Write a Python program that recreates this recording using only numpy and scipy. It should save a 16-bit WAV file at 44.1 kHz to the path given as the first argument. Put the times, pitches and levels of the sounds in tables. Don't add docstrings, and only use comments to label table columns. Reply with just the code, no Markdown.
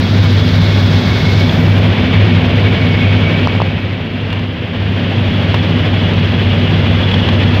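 import sys
import numpy as np
from scipy import signal
from scipy.fft import rfft, irfft, next_fast_len
from scipy.io import wavfile
from scipy.ndimage import uniform_filter1d, minimum_filter1d

SR = 44100
rng = np.random.default_rng(int(sys.argv[2]) if len(sys.argv) > 2 else 0)


def generate_wav(sig):
    pcm = np.round(np.clip(np.atleast_2d(sig).T, -1, 1) * 32767).astype(np.int16)
    wavfile.write(sys.argv[1], SR, pcm)


N = 335151

# (centre [Hz], change over the turn [dB],
# turn start [s], turn end [s], level added where the aircraft's level is at DIP_DB [dB])
REGIONS = [(160, -0.5, 1.3, 2.0, 1.5), (600, 1.5, 1.0, 1.6, .5), (1100, -0.5, 1.1, 1.1, 0),
           (1600, -1.5, 1.3, 1.1, 1.5), (2820, 5.5, 1.6, 2.0, 1), (4300, -7.5, 1.4, 1.65, -0.5),
           (6800, -9.5, 1.4, 1.95, -2.5), (11500, -6, 1.65, 2.0, 0.5), (14500, -10, 1.6, 1.95, -0.5)]
DIP_DB = -8


def undb(db):
    return 10 ** (np.asarray(db) / 20)


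def curves(table):
    times, *columns = np.transpose(table)
    return [np.interp(np.arange(N) / SR, times, column) for column in columns]


def walk(rate):
    hold = int(SR / rate)
    steps = np.repeat(rng.standard_normal(N // hold + 1), hold)
    smooth = uniform_filter1d(uniform_filter1d(steps, hold), hold)
    return 1.66 * smooth[:N]


def flutter(rate):
    wander = walk(rate)
    return wander - uniform_filter1d(wander, int(4 * SR / rate))


def unit(x):
    return x / np.sqrt(np.mean(x ** 2))


def add(out, time, sound):
    start = int(time * SR)
    out[start:start + len(sound)] += sound[:len(out) - start]


def ramp(start_s, end_s):
    return np.clip((np.arange(N) / SR - start_s) / max(end_s - start_s, .05), 0, 1)


def region_db(change_db, start_s, end_s, dip_extra_db):
    # (time [s], level [dB])
    level = [(0, -2), (.7, -0.5), (2.0, 0.5), (3.45, -0.5), (3.7, -5), (4.1, -8), (4.35, -6), (4.55, -8.5),
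             (4.75, -6.5), (5.0, -3.5), (5.5, -1.5), (6.2, -1.5), (7.6, 0)]
    level_db, = curves(level)
    return level_db * (1 + dip_extra_db / DIP_DB) + change_db * ramp(start_s, end_s)


def throb():
    rotor_hz = 6.56
    turn = 2 * np.pi * (rotor_hz * np.arange(N) / SR + .08 * walk(1))
    return np.sin(2 * turn) + 0.36 * np.sin(turn)


def air():
    # (frequency [Hz], relative level [dB])
    rumble = [(22, -49), (43, -24.5), (75, -8.5), (99, -1), (130, -6.5), (155, -3), (205, -7), (247, -8.5),
              (290, -13), (600, -17.5), (750, -22)]
    hiss = [(1300, -26.5), (1600, -24), (3300, -24), (3700, -29), (5000, -39.5), (8400, -67),
            (10000, -67.5), (11600, -61.5), (15700, -67.5)]
    air_db = -14
    region_centres = np.log2([row[0] for row in REGIONS])
    levels = [region_db(*row[1:]) for row in REGIONS]

    size = next_fast_len(N)
    octave = np.log2(np.maximum(np.arange(size // 2 + 1) * SR / size, 1.))
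    hz, colour_db = np.transpose(rumble + hiss)
    colour = np.interp(octave, np.log2(hz), colour_db)
    spectrum = rfft(rng.standard_normal(size)) * undb(colour)

    gust = flutter(40)
    flap = flutter(28) + flutter(77)
    beat = throb()
    out = 0
    for centre in np.arange(3.5, 14.5, .5):
        window = np.cos(np.pi * np.clip(octave - centre, -.5, .5)) ** 2
        band = irfft(spectrum * window, size)[:N]
        db = sum(np.interp(centre, region_centres, pick) * (level - level.mean())
                 for pick, level in zip(np.eye(len(REGIONS)), levels))
        middle = np.clip(centre - 8, 0, 1)
        treble = np.clip(centre - 12.2, 0, 1)
        db = db + middle * (.7 * gust + .55 * beat + .9 * flutter(45))
        db = db + treble * (.45 * flap + 1.6 * flutter(110) + .3 * beat)
        out = out + undb(db) * band
    return unit(out) * undb(air_db)


def whistle(table, width_hz):
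    hiss_db = -27
    hz, db = curves(table)
    low = signal.butter(2, width_hz / 2, fs=SR, output="sos")
    in_phase, quadrature = signal.sosfilt(low, rng.standard_normal((2, N)))
    turn = 2 * np.pi * np.cumsum(hz * (1 + .005 * walk(6))) / SR
    tone = in_phase * np.cos(turn) + quadrature * np.sin(turn)
    return unit(tone) * undb(db + hiss_db + region_db(*REGIONS[3][1:]) + 1.5 * walk(10))


def whistles():
    # (time [s], pitch [Hz], level above the hiss [dB])
    low_path = [(0, 2250, -10), (.7, 2190, -4), (.9, 2207, -7), (1.3, 2175, 1.5), (1.5, 2274, -5),
                (2.3, 2245, -2.5), (3.4, 2263, -1), (4.2, 2303, -6.5), (5, 2263, -27), (7.6, 2190, -24)]
    middle_path = [(0, 2516, -27), (1.9, 2397, -14.5), (3, 2497, -7), (3.5, 2492, -5), (4.3, 2780, -2.5),
                   (4.9, 2850, -14), (6, 2945, -4), (7.3, 2925, -6.5), (7.6, 2840, -10)]
    high_path = [(0, 3380, -8), (1.4, 3400, -9), (1.8, 3480, -9), (3.4, 3490, -20.5), (4.4, 3400, -18.5),
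                 (5.3, 3400, -3.5), (6.5, 3370, -4), (7.6, 3350, -3)]
    return whistle(low_path, width_hz=64) + whistle(middle_path, width_hz=150) + whistle(high_path, width_hz=123)


def rattles():
    # (time [s], level [dB], ring pitch [Hz], breadth: level added to body and top of the buzz [dB])
    chinks = [(1.4936, -13, 3350, -1), (4.3024, -21, 3300, 0), (4.3274, -14, 2800, 4),
              (4.3924, -20, 2500, 0), (5.5423, -10, 2810, 9), (6.134, -18, 2670, -1),
              (7.1144, -13, 2920, -4), (7.14, -11.5, 3340, 3), (7.2875, -11, 3110, 6),
              (7.432, -15, 3110, 0)]
    out = np.zeros(N)
    t = np.arange(SR // 25) / SR
    body = signal.butter(3, [500, 1270], "band", fs=SR, output="sos")
    edge = signal.butter(3, [1900, 3900], "band", fs=SR, output="sos")
    top = signal.butter(3, [9500, 14500], "band", fs=SR, output="sos")
    for time, db, hz, broad_db in chinks:
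        noise = rng.standard_normal(len(t))
        parts = [(body, -7 + broad_db), (edge, -3), (top, -41 + broad_db)]
        buzz = sum(undb(part_db) * unit(signal.sosfilt(band, noise)) for band, part_db in parts)
        ring = np.sin(2 * np.pi * hz * t) * np.exp(-t / 0.0053)
        attack = 1 - np.exp(-t / 0.00064)
        add(out, time, 0.89 * undb(db) * attack * (buzz * np.exp(-t / 0.005) + 1.2 * ring))
    return out


def knocks():
    # (time [s], level [dB], thud pitch about 0.4 ms in [Hz], sharpness: level added to the snap [dB],
    # first swing: + push or - pull, and its strength [factor])
    taps = [(3.4728, 14, 790, 4, -1.2), (3.5508, -8.5, 480, 3, -1.1), (3.602, -3, 750, -8, -1.3),
            (3.618, -4, 600, -2, 1), (5.542, -9, 605, 1, -1)]
    tick_per_snap = 1.3
    out = np.zeros(N)
    t = np.arange(SR // 50) / SR
    edge = signal.butter(5, [1200, 4800], "band", fs=SR, output="sos")
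    top = signal.butter(3, [5000, 14000], "band", fs=SR, output="sos")
    for time, db, hz, sharp_db, swing in taps:
        wave = np.sin(2 * np.pi * hz * t * (.8 + 240 * t))
        thud = swing * 4.5 * wave * (t / .00045) * np.exp(-t / .00045)
        burst = rng.standard_normal(len(t)) * (t / .0005) ** 2 * np.exp(-t / .0004)
        snap = undb(-17 + sharp_db) * signal.sosfilt(edge, burst)
        tick = undb(-58 + tick_per_snap * sharp_db) * signal.sosfilt(top, burst)
        add(out, time, undb(db) * (thud + 7.8 * (snap + tick)))
    return out


def hum(turns, orders, levels_db, waver_db, slip):
    out = 0
    for order, db in zip(orders, levels_db):
        gain = np.sqrt(2) * undb(db + waver_db * flutter(9))
        out = out + gain * np.sin(2 * np.pi * (order * turns + slip * walk(7.6)))
    return out


def power_plant():
    # (time [s], blade rate [Hz])
    blade_rate = [(0.0, 49.55), (0.8, 49.44), (1.5, 49.6), (2.2, 50.4), (2.6, 50.12), (3.3, 49.96),
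                  (4.1, 49.93), (4.8, 49.17), (5.6, 49.4), (6.0, 48.8), (6.8, 48.52), (7.6, 48.35)]
    blade_orders = [1, 2, 3, 4, 5, 7]
    crank_orders = [1, 2, 4, 4.5, 5.5, 6]
    blade_db = [-22.5, 1, -20.5, -19.5, -10, -26.5]
    crank_db = [-27.5, -12.5, -10.5, -15.5, -23, -15.5]
    # (change over the turn [dB], turn start [s], turn end [s],
    # level added where the aircraft's level is at DIP_DB [dB])
    hum_turn = (-2, 1.15, 1, -1.5)
    gear, blade_count, hum_db = 2.43, 3, -11.5
    hz, = curves(blade_rate)
    blades = np.cumsum(hz) / SR
    crank = blades / blade_count * gear
    propeller = hum(blades, blade_orders, blade_db, waver_db=1.5, slip=.022)
    engine = hum(crank, crank_orders, crank_db, waver_db=2.5, slip=.03)
    return undb(hum_db + region_db(*hum_turn)) * (propeller + engine)


def scene():
    return (air() + whistles() + rattles() + knocks() + power_plant())[None]


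def record(dry):
    span, top_hz = int(.005 * SR), 15735
    need = np.minimum(1, .99 / (np.abs(dry) + 1e-9))
    gain = uniform_filter1d(minimum_filter1d(need, 2 * span + 1), 2 * span + 1)
    top_cut = signal.ellip(16, .2, 80, top_hz, fs=SR, output="sos")
    return signal.sosfilt(top_cut, dry * gain)


dry = scene()
out = record(dry)
generate_wav(out)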